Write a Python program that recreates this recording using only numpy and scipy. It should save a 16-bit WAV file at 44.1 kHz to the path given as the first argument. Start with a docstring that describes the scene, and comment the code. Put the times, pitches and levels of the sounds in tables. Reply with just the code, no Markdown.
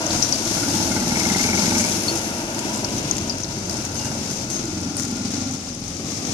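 """Two petrol carts on wet ground

Two golf carts drive among trees, heard across a puddle; each single-cylinder engine fires about
twenty times a second. Firing pulses and gas noise excite body resonances; noise tails scatter the beats.
Filtered noise makes the wet hiss and wash; short bursts and decaying tones make ticks, rustles, drops
and a clink. Two microphone ports colour the treble differently."""
import sys
import numpy as np
from scipy import signal
from scipy.fft import rfft, irfft
from scipy.io import wavfile
from scipy.ndimage import uniform_filter1d, map_coordinates

SR = 44100
rng = np.random.default_rng(int(sys.argv[2]) if len(sys.argv) > 2 else 0)


def dump(signal):
    """Clip the signal to [-1, 1] and save it as 16-bit WAV at the path in sys.argv[1]."""
    limited = np.clip(np.atleast_2d(signal).T, -1, 1)
    pcm = np.round(limited * 32767).astype(np.int16)
    wavfile.write(sys.argv[1], SR, pcm)


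N = 279153
T = np.arange(N) / SR
FREQ_HZ = np.maximum(np.arange(N // 2 + 1) * SR / N, 1)

# Levels are set ahead of the ports; resonance widths are nominal.
# first cart: (time [s], firing rate [Hz])
FIRING_NEAR = [(0.0, 20.92), (0.75, 16.99), (1.15, 20.61), (1.9, 23.45), (3.3, 16.79), (4.7, 21.83),
               (5.45, 24.52), (5.75, 20.9), (6.33, 25.47)]
# first cart's pedal presses: (start [s], length [s], release [s], lowest putt pitch [Hz],
#  bark drive [dB], rasp drive [dB], whine drive [dB])
PEDAL_PRESSES = [(-.3, 0.47, 0.12, 242, -29, -37, -44), (0.38, 1.36, 0.17, 230, -25.5, -32.5, -42.5),
                 (1.987, 0.75, 0.19, 315, -56, -39.5, -46), (2.835, 0.29, .08, 227, -31, -46, -59),
                 (3.535, 0.597, 0.062, 230, -34.5, -37.5, -47),
                 (4.358, 1.19, 0.023, 263.7, -31.5, -46, -48), (5.93, .5, .17, 228, -46, -46, -68)]
# pedal up: (bark drive [dB], rasp drive [dB], whine drive [dB])
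IDLE_DRIVE_DB = (-41.5, -47.5, -75)
# silencer and body resonances: (centre [Hz], width [Hz], relative level [dB])
SILENCER_NEAR = [(41.6, 5.2, -8), (100, 27, -5), (110.7, 30, -2.5), (190, 26, -2), (226.5, 59, 4.5),
                 (277, 56, 4.5)]
# engine bay resonances: (centre [Hz], width [Hz], relative level [dB])
BAY_NEAR = [(485, 250, -7), (629, 75, 5), (797, 103, 5), (874, 96, 9), (1140, 390, -5), (1424, 24, -2),
            (1557, 120, 0), (2700, 690, -25)]
# rasp drift of both carts as they turn and move: (time [s], frequency ratio [1])
RASP_RATIO = [(0, 1), (1.6, 0.96), (2.7, 0.98), (4.2, .97), (6.33, 0.82)]
# engine cover resonances: (centre [Hz], width [Hz], relative level [dB])
COVER_MODES = [(2183, 46, 20.5), (2330, 130, -25), (2500, 86, -10)]
# cover's lower knock on each stroke: (centre [Hz], width [Hz], relative level [dB])
COVER_KNOCK_MODES = [(610, 150, 0), (850, 200, 1), (1170, 100, -8), (1400, 150, -4)]
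# cover rattles under load: (start [s], length [s], level [dB])
COVER_RATTLES = [(.88, .35, -45), (1.08, .53, -33), (1.51, .45, -35)]
# first cart's early panel knocks: (time [s], onset level [dB])
PANEL_KNOCKS = [(0.569, -33), (0.63, -30), (0.914, -29), (.965, -32)]
# panel shaken by the engine: (centre [Hz], width [Hz], relative level [dB])
PANEL_MODES = [(1415, 85, 5.5), (1610, 180, -23), (2170, 86, -2.5)]
# second cart: (time [s], mean firing rate [Hz])
FIRING_DISTANT = [(0, 16.5), (2.0, 25.8), (2.7, 22.3), (3.4, 24.9), (6.33, 21.4)]
# second cart in the wood: (time [s], bark [dB], boom [dB], rasp [dB], pipe drone [dB])
LEVELS_DISTANT = [(0, -36, -33.5, -29, -40), (.4, -31, -36, -32.5, -32), (1.4, -28.5, -35.5, -35, -34.5),
                  (2.1, -34, -38, -31, -31.5), (2.45, -33.5, -41, -33, -35.5),
                  (3.05, -30, -32.5, -34.5, -35.5), (3.4, -34.5, -34, -37, -41),
                  (4.4, -33.5, -38, -38, -47), (5.2, -32.5, -41.5, -42, -45.5),
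                  (5.8, -38, -39, -46.5, -48.5), (6.33, -31, -38, -38, -50)]
# second silencer and body resonances: (centre [Hz], width [Hz], relative level [dB])
SILENCER_DISTANT = [(47, 10, -9), (92.8, 26.6, 0), (141.4, 17.6, 4), (219.7, 63, 4.5), (266.8, 78, -0.5),
                    (364.7, 36, -7.5)]
# second engine bay resonances: (centre [Hz], width [Hz], relative level [dB])
BAY_DISTANT = [(579, 214, -2.5), (646, 133, -4.5), (755, 136, -11), (950, 65, 0), (1297, 334, -9.5),
               (1432, 240, -9.5), (2360, 450, -10.5), (2720, 150, -6)]
# second tailpipe drone: (centre [Hz], width [Hz], relative level [dB])
TAILPIPE_DISTANT = [(298, 45, -4), (332, 30, 0), (378, 30, -11)]
# second cart's drive whine: (time [s], mean pitch [Hz], level [dB])
WHINE_DISTANT = [(2.15, 880, -75), (2.3, 885, -44), (2.6, 905, -42), (2.75, 1000, -39.5), (2.85, 990, -46),
                 (3.15, 1005, -47), (3.35, 960, -80)]
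# thin squeaks: (start [s], length [s], mean pitch [Hz], level [dB])
SQUEAK_TONES = [(3.95, .17, 2815, -43.5), (3.955, .05, 6380, -38), (4.32, .09, 6390, -42),
                (4.49, .14, 6400, -37)]
# close ticks, like drops and twigs: (time [s], peak [dB], ring [Hz], bright snap re ring [dB])
TICK_EVENTS = [(.064, -18, 6250, -6), (.106, -14, 4040, -16), (.225, -7.5, 5750, -24),
               (.324, -11, 5700, -28), (.453, -14, 6800, -12), (1.592, -16.5, 5445, -20),
               (2.081, -22, 4300, -8), (2.547, -13.5, 7000, 7), (2.591, -12, 7000, 4),
               (2.759, -17, 7500, -3), (2.777, -18, 7600, -4), (2.845, -17, 5300, -14),
               (2.98, -16, 6000, 3), (3.111, -11, 6500, -4), (3.168, -13, 7040, 2), (3.182, -10, 6500, 5),
               (3.296, -15, 5250, -2), (3.384, -18, 5600, 4), (3.403, -19, 6500, 4),
               (3.434, -21, 5800, -20), (3.443, -19, 4600, -10), (3.696, -14, 5400, 5),
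               (3.851, -14.5, 6300, 4), (4.655, -18, 7000, 3), (4.968, -10.5, 9000, -1),
               (5.51, -18, 6600, 2), (5.88, -19, 6400, -1), (6.112, -20, 6500, 2)]
# close crackling rustles: (time [s], peak [dB])
RUSTLE_EVENTS = [(1.772, -10), (1.8, -13), (1.895, -13), (2.152, -13), (2.733, -17), (3.705, -18),
                 (4.04, -18.5), (4.297, -16), (4.5, -17), (4.976, -12), (5.514, -21)]
# drops with a thin pitched tail: (time [s], peak [dB], pitch [Hz])
PLINK_EVENTS = [(.232, -19, 5840), (.327, -17.5, 4730), (3.3, -18.5, 4850)]
# metallic clink modes: (pitch [Hz], relative level [dB], T60 [s])
CLINK_MODES = [(4424, 0, .1), (4974, -21, .1), (6282, -22, .15)]
# wet ground under the tyres: (time [s], hiss before gain [dB], spray before gain [dB])
WET_LEVELS = [(0.0, -28, -40), (0.39, -27, -37.5), (0.58, -27, -35), (1.66, -25.5, -36), (1.97, -28, -34),
              (2.27, -33.5, -40.5), (3.01, -32, -43), (3.45, -35.5, -50), (3.98, -32.5, -44),
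              (5.08, -35, -51.5), (5.4, -32.5, -51), (5.73, -37.5, -54), (6.33, -31, -46)]
# wet hiss spectrum: (frequency [Hz], relative level [dB])
HISS_COLOUR = [(100, -2.5), (900, 1), (1800, -4), (3000, 3), (4500, 1.5), (7000, 3), (9000, -4),
               (11000, -25.5), (15000, -5)]
# microphone port responses: (frequency [Hz], left [dB], right [dB])
PORT_RESPONSE = [(1460, 0, -0.5), (2110, 3.5, -0.5), (3080, -2.5, -3.5), (4100, 3, -2), (5330, 10.5, -1),
                 (6100, 10.5, -11), (6220, 12, -7.5), (7030, 5, -10.5), (7860, 1, -1.5), (10300, 0, 2.5),
                 (12200, -9, -1), (13500, -31, -9.5), (14800, -47, -37)]

ATTACK_S = 0.34  # engine takes up load
BOOM_DB, BOOM_PER_BARK_DB = -22, 0.46  # boom = base + share of the bark drive
BROAD_BARK_DB = -8.5  # re bark drive
CHAMBER_HZ, CHAMBER_SAG_S, CHAMBER_BUILD_DB = 360, .8, 2
CHAMBER_DB, PUTT_PEAK_S = -1, .0085  # chamber level re bark drive
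WHINE_HZ, WHINE_WIDTH_HZ = 1396, 40
WHINE_ATTACK_S, WHINE_RELEASE_S = 0.18, 0.17  # drive runs on as the cart coasts
RATTLE_BASE_HZ, RATTLE_HZ_PER_FIRING_HZ, RATTLE_WANDER_RATIO = 1020, 55, .02
RATTLE_FADE_S, RATTLE_SCATTER_DB, COVER_KNOCK_DB = .11, 1.6, -7.5
BOUNCE_S, BOUNCE_DB, BOUNCE_SCATTER_DB = .012, -8, 4  # cover's second ring
FAR_HUNT_RATIO = .025  # second engine's governor hunts
SQUEAK_WAVER_RATIO = .005
TICK_WIDTH_HZ, TICK_T60_S, SNAP_T60_S = 900, .022, .008
TICK_TAIL_DB, TICK_TAIL_T60_S = -32, 0.63
RUSTLE_HZ, RUSTLE_WIDTH_HZ, RUSTLE_BRIGHT_DB, RUSTLE_T60_S = 6870, 2500, -1, 0.42
CRACKLES_PER_S, CRACKLE_T60_S, CRACKLE_BED = 220, .008, .22
PLINK_WIDTH_HZ, PLINK_T60_S = 220, .12
CLINK_S, CLINK_DB = 2.082, -16
DROPS_PER_S, DROP_DB, DROP_SCATTER_DB, DROP_T60_S = 22, -42, 3.5, .011
HISS_GAIN_DB, SPRAY_GAIN_DB = -0.36, 4
WASH_S, WASH_LENGTH_S, WASH_FADE_S, WASH_DB = 1.71, 1.67, 0.25, -41
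WASH_HZ, WASH_WIDTH_HZ, WASH_GURGLE_DB = 2920, 1100, 2.3
TOP_HZ = 14800


def first_cart():
    """Firings thump the silencer, gas rasps in the engine bay, the drive whines and the cover rattles."""
    firing_hz, = curves(FIRING_NEAR)
    bark_db, rasp_db, whine_db = pedal_levels()
    boom_db = BOOM_DB + BOOM_PER_BARK_DB * bark_db
    pulses, age_s, size = firings(firing_hz, scatter_db=.8, jitter_cycles=.008)
    gas = size * puff(age_s, decay_s=.016, leak=.3)
    # a weaker gulp of air half a cycle later
    intake = np.diff(1.0 * (age_s * firing_hz > .5), prepend=0).clip(0)
    thump = unit(ring(pulses + .3 * intake, SILENCER_NEAR))
    thump = thump + .5 * unit(ring(gas, SILENCER_NEAR))
    flow = stroke(age_s, rise_s=.004, decay_s=.014, leak=.16)
    rasp = gas_rasp(BAY_NEAR, size * flow)
    whine = unit(ring(puff(age_s, decay_s=.015, leak=.9), [(WHINE_HZ, WHINE_WIDTH_HZ, 0)]))
    chug = exhaust(thump, bark_db + BROAD_BARK_DB, boom_db)
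    putt = chamber(age_s, size) * undb(bark_db + CHAMBER_DB)
    body = chug + putt + rasp * undb(rasp_db) + whine * undb(whine_db)
    cover = cover_rattle(age_s, firing_hz)
    body_heard = among_trees(body, lag_ms=.17, scatter_db=-13, t60_s=.35)
    return body_heard + among_trees(cover, lag_ms=.17, scatter_db=-16, t60_s=.15)


def pedal_levels():
    """Bark, rasp and whine drive [dB]: press powers add to idle power."""
    power = undb(IDLE_DRIVE_DB)[:, None] ** 2 * np.ones(N)
    for start_s, length_s, release_s, _, *drive_db in PEDAL_PRESSES:
        load = press(start_s, length_s, ATTACK_S, release_s)
        roll = press(start_s, length_s, WHINE_ATTACK_S, WHINE_RELEASE_S)
        power = power + (undb(drive_db)[:, None] * np.array([load, load, roll])) ** 2
    return 10 * np.log10(power)


def press(start_s, length_s, attack_s, release_s):
    """Load builds exponentially from the press and dies away after release."""
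    build = 1 - np.exp(-np.maximum(T - start_s, 0) / attack_s)
    return build * np.exp(-np.maximum(T - start_s - length_s, 0) / release_s)


def chamber(age_s, size):
    """Each firing rings the silencer chamber in one putt, lower and fuller with time since the press."""
    starts_s, _, _, lowest_hz, *_ = np.transpose(PEDAL_PRESSES)
    latest = np.searchsorted(starts_s, T) - 1
    load = np.minimum((T - starts_s[latest]) / CHAMBER_SAG_S, 1)
    hz = CHAMBER_HZ + (lowest_hz[latest] - CHAMBER_HZ) * load
    hz = hz * (1 + .05 * walk(22))
    rise = age_s / PUTT_PEAK_S
    build_db = CHAMBER_BUILD_DB * load + .8 * walk(20)
    flow = size * undb(build_db) * (rise * np.exp(-rise)) ** 2
    return unit(flow * np.sin(2 * np.pi * hz * age_s + .45 * walk(25)))


def cover_rattle(age_s, firing_hz):
    """The loose cover clacks just before each beat and bounces; its pitch climbs with engine speed."""
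    hz = RATTLE_BASE_HZ + RATTLE_HZ_PER_FIRING_HZ * firing_hz
    hz = hz * (1 + RATTLE_WANDER_RATIO * walk(15))
    clack_age_s = (age_s + .0065) % (1 / firing_hz)
    bounce = cover_clack(clack_age_s - BOUNCE_S, hz) * undb(BOUNCE_DB + BOUNCE_SCATTER_DB * walk(22))
    clack = cover_clack(clack_age_s, hz) + bounce
    buzz = ring(puff(clack_age_s, decay_s=.005, leak=.1), COVER_MODES)
    clatter = unit(clack) + .4 * unit(buzz)
    knock = unit(ring(puff(clack_age_s, decay_s=.008, leak=.05), COVER_KNOCK_MODES))
    shake = sum(undb(db) * swell(s, length_s, RATTLE_FADE_S) for s, length_s, db in COVER_RATTLES)
    mix = unit(clatter) + undb(COVER_KNOCK_DB) * knock
    return mix * shake * undb(RATTLE_SCATTER_DB * walk(17.9))


def cover_clack(age_s, hz):
    """One short damped sine of the cover."""
    age_s = np.maximum(age_s, 0)
    return np.sin(2 * np.pi * hz * age_s) * np.exp(-age_s / .0035) * (1 - np.exp(-age_s / .0015))


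def panel_knocks():
    """A loose panel buzzes briefly a few times early on: resonant noise under exponential decays."""
    shake = sum(undb(db) * (T > s) * np.exp(-np.abs(T - s) / 0.017) for s, db in PANEL_KNOCKS)
    buzz = unit(ring(rng.standard_normal(N), PANEL_MODES))
    return among_trees(shake * buzz, lag_ms=0.073, scatter_db=-18, t60_s=.25)


def second_cart():
    """A more distant engine to the other side, its beats smeared by stronger scatter."""
    firing_hz = curves(FIRING_DISTANT)[0] * (1 + FAR_HUNT_RATIO * walk(3))
    bark_db, boom_db, rasp_db, drone_db = curves(LEVELS_DISTANT)
    pulses, age_s, size = firings(firing_hz, scatter_db=.9, jitter_cycles=.04)
    gas = size * puff(age_s, decay_s=0.44, leak=1.0)
    thump = unit(ring(pulses, SILENCER_DISTANT))
    thump = thump + undb(2.5) * unit(ring(gas, SILENCER_DISTANT))
    flow = stroke(age_s, rise_s=0.0072, decay_s=0.056, leak=0.49)
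    rasp = gas_rasp(BAY_DISTANT, size * flow)
    drone = unit(ring(size * puff(age_s, decay_s=.012, leak=.15), TAILPIPE_DISTANT))
    chug = exhaust(thump, bark_db, boom_db)
    body = chug + rasp * undb(rasp_db) + drone * undb(drone_db) + far_whine()
    return among_trees(body, lag_ms=-0.21, scatter_db=-7.5, t60_s=0.41)


def far_whine():
    """Drive whine as the cart speeds up: a sine roughened in pitch and level."""
    hz, db = curves(WHINE_DISTANT)
    phase = 2 * np.pi * np.cumsum(hz * (1 + .018 * walk(70))) / SR
    return unit(np.sin(phase) * (1 + .5 * walk(60))) * undb(db)


def firings(firing_hz, scatter_db, jitter_cycles):
    """A pressure pulse per firing, with the current stroke's age [s] and strength."""
    turns = np.cumsum(firing_hz) / SR + jitter_cycles * walk(12)
    cycle = turns.astype(int)
    size = undb(scatter_db * rng.standard_normal(400))[cycle]
    return np.diff(cycle, prepend=0) * size, turns % 1 / firing_hz, size


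def puff(age_s, decay_s, leak):
    """Gas noise bursts out at each stroke and dies down to a steady leak."""
    return unit((np.exp(-age_s / decay_s) + leak) * rng.standard_normal(N))


def stroke(age_s, rise_s, decay_s, leak):
    """Gas flow over one stroke: a quick rise, a decay and a steady leak."""
    return (1 - np.exp(-age_s / rise_s)) * np.exp(-age_s / decay_s) + leak


def gas_rasp(modes, envelope):
    """Rushing gas in drifting resonances (resampled noise), chopped by the strokes."""
    ratio, = curves(RASP_RATIO)
    rush = ring(rng.standard_normal(N + N // 4), modes)
    drifting = map_coordinates(rush, [np.cumsum(ratio)], order=3)
    return unit(envelope * drifting)


def exhaust(thump, bark_db, boom_db):
    """Split the thump near 163 Hz into low boom and bark, each with its own level curve."""
    lowpass = signal.butter(4, 163, fs=SR, output="sos")
    boom = signal.sosfiltfilt(lowpass, thump)
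    return unit(boom) * undb(boom_db) + unit(thump - boom) * undb(bark_db)


def among_trees(x, lag_ms, scatter_db, t60_s):
    """Direct sound reaches one port later; trunks scatter it back as decaying noise tails."""
    t = T[:SR // 2]
    tails = rng.standard_normal((2, len(t))) * undb(-60 * t / t60_s) * (t > .008)
    mid, side = (signal.fftconvolve(x, unit(tail) / np.sqrt(len(t)))[:N] for tail in tails)
    # long waves reach both ports alike
    side = colour(side, [100, 300, 600, 1100], [-26, -6.5, -15, -20.0])
    direct = np.array([np.interp(T - sign * lag_ms / 2000, T, x) for sign in (1, -1)])
    scattered = np.array([mid + side, mid - side])
    return unit(direct + undb(scatter_db) * scattered) * np.std(x)


def squeak():
    """Brief thin squeaks: wavering sines under smooth swells."""
    out = np.zeros(N)
    for start_s, length_s, hz, db in SQUEAK_TONES:
        wavering_hz = hz * (1 + SQUEAK_WAVER_RATIO * walk(250))
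        tone = np.sin(2 * np.pi * np.cumsum(wavering_hz) / SR)
        out = out + unit(tone) * undb(db) * swell(start_s, length_s, length_s / 2)
    return among_trees(out, lag_ms=.02, scatter_db=-10, t60_s=0.31)


def ticks():
    """Each tick is a bright snap and a short gritty ring with a faint tail."""
    out = np.zeros((2, N))
    t = T[:SR // 4]
    fade = undb(-60 * t / TICK_T60_S) + undb(TICK_TAIL_DB - 60 * t / TICK_TAIL_T60_S)
    for s, db, hz, snap_db in TICK_EVENTS:
        snap, grit = rng.standard_normal((2, 2, len(t)))
        gritty_ring = unit(ring(grit, [(hz, TICK_WIDTH_HZ, 0)])) * fade
        add(out, s, db, gritty_ring + snap * undb(snap_db - 60 * t / SNAP_T60_S))
    return out


def rustles():
    """Each rustle is a fading cluster of tiny bright crackles."""
    out = np.zeros((2, N))
    t = T[:SR // 4]
    for s, db in RUSTLE_EVENTS:
        fizz, grit = rng.standard_normal((2, 2, len(t)))
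        cracks = (rng.random(len(t)) < CRACKLES_PER_S / SR) * rng.random(len(t))
        grains = CRACKLE_BED + signal.lfilter([1], [1, -undb(-60 / (CRACKLE_T60_S * SR))], cracks)
        body = unit(ring(grit, [(RUSTLE_HZ, RUSTLE_WIDTH_HZ, 0)])) + undb(RUSTLE_BRIGHT_DB) * fizz
        add(out, s, db, body * grains * undb(-60 * t / RUSTLE_T60_S))
    return out


def plinks():
    """Each drop rings briefly on one pitch: narrow-band noise with a decay."""
    out = np.zeros((2, N))
    t = T[:SR // 4]
    for s, db, hz in PLINK_EVENTS:
        tone = ring(rng.standard_normal((2, 2 * len(t))), [(hz, PLINK_WIDTH_HZ, 0)])
        settled = tone[:, len(t):]
        add(out, s, db, settled * undb(-60 * t / PLINK_T60_S))
    return out


def clink():
    """A small piece of metal rings briefly: decaying sine modes."""
    age_s = np.maximum(T - CLINK_S, 0)
    modes = (undb(db - 60 * age_s / t60_s) * np.sin(2 * np.pi * hz * age_s) for hz, db, t60_s in CLINK_MODES)
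    return undb(CLINK_DB) * sum(modes)


def drops():
    """Stray drops: faint bright noise clicks at random moments."""
    scatter = undb(DROP_SCATTER_DB * np.minimum(rng.exponential(size=N), 3))
    hits = (rng.random(N) < DROPS_PER_S / SR) * scatter
    fade = signal.lfilter([1], [1, -undb(-60 / (DROP_T60_S * SR))], hits)
    return undb(DROP_DB) * fade * unit(ring(rng.standard_normal((2, N)), [(9500, 2600, 0)]))


def wash():
    """Water sloshes off the second cart's wheels: band noise with a gurgling level."""
    slosh = ring(rng.standard_normal((2, N)), [(WASH_HZ, WASH_WIDTH_HZ, 0)])
    slosh = slosh * undb(WASH_GURGLE_DB * walk(70))
    return unit(slosh) * undb(WASH_DB) * swell(WASH_S, WASH_LENGTH_S, WASH_FADE_S)


def wet_ground():
    """Fine hiss with a scatter of tiny bursts, and brighter spray on top."""
    hiss_db, spray_db = curves(WET_LEVELS)
    bursts = (rng.random(N) < 260 / SR) * undb(6 * np.minimum(rng.exponential(size=N), 2.5))
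    bursts = unit(signal.lfilter([1], [1, -np.exp(-1 / (0.0051 * SR))], bursts))
    flutter = undb(.9 * walk(18))
    hiss = colour(rng.standard_normal((2, N)) * (1 + 0.33 * bursts), *np.transpose(HISS_COLOUR))
    spray = ring(rng.standard_normal((2, N)) * (1 + 0.23 * bursts), [(12000, 9200, 0)])
    hiss = unit(hiss) * undb(hiss_db + HISS_GAIN_DB)
    spray = unit(spray) * undb(spray_db + SPRAY_GAIN_DB)
    return flutter * (hiss + spray)


def undb(db):
    """Decibels to gain."""
    return 10 ** (np.asarray(db) / 20)


def unit(x):
    """Scale to rms 1."""
    return x / np.sqrt(np.mean(x ** 2))


def curves(table):
    """Each column of a table as a curve over time."""
    s, *columns = np.transpose(table)
    return [np.interp(T, s, column) for column in columns]


def walk(rate_hz):
    """Slow random drift with a spread near 1: held noise, smoothed twice."""
    k = int(SR / rate_hz)
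    held = np.repeat(rng.standard_normal(N // k + 1), k)
    return unit(uniform_filter1d(uniform_filter1d(held, k), k))[:N]


def swell(start_s, length_s, fade_s):
    """A smooth rise, a hold and a fall."""
    edge_s = np.minimum(T - start_s, start_s + length_s - T)
    return np.sin(np.pi / 2 * np.clip(edge_s / fade_s, 0, 1))


def add(out, start_s, peak_db, sound):
    """Mix a short sound in at a time and a peak level."""
    start = int(start_s * SR)
    out[:, start:start + sound.shape[1]] += undb(peak_db) * sound[:, :N - start] / np.abs(sound).max()


def colour(x, hz, db):
    """Causal minimum-phase filter through (Hz, dB) points, by folding the cepstrum."""
    cepstrum = irfft(np.log(undb(np.interp(np.log(FREQ_HZ), np.log(hz), db))), N)
    cepstrum[1:N // 2] *= 2
    cepstrum[N // 2:] = 0
    return irfft(rfft(x) * np.exp(rfft(cepstrum)), N)


def band(x, hz, width_hz):
    """One resonance, gain 1 at its centre."""
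    return signal.lfilter(*signal.iirpeak(min(hz, .45 * SR), hz / width_hz, fs=SR), x)


def ring(x, modes):
    """Sum of steep-sided resonances, each two widened bands in series."""
    return sum(undb(db) * band(band(x, hz, 1.36 * width_hz), hz, 1.36 * width_hz)
               for hz, width_hz, db in modes)


def scene():
    """Two carts, the wet ground under them and small sounds close by."""
    carts = first_cart() + second_cart() + squeak() + panel_knocks()
    close = ticks() + rustles() + plinks() + clink()
    return carts + close + drops() + wash() + wet_ground()


def record(dry):
    """The left port peaks near 6 kHz, where the right one dips; the top is cut."""
    hz, *ports_db = np.transpose(PORT_RESPONSE)
    heard = np.array([colour(x, hz, db) for x, db in zip(dry, ports_db)])
    top_cut = signal.ellip(8, .2, 70, TOP_HZ, fs=SR, output="sos")
    return signal.sosfilt(top_cut, np.clip(heard, -1, 1))


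dry = scene()
out = record(dry)
dump(out)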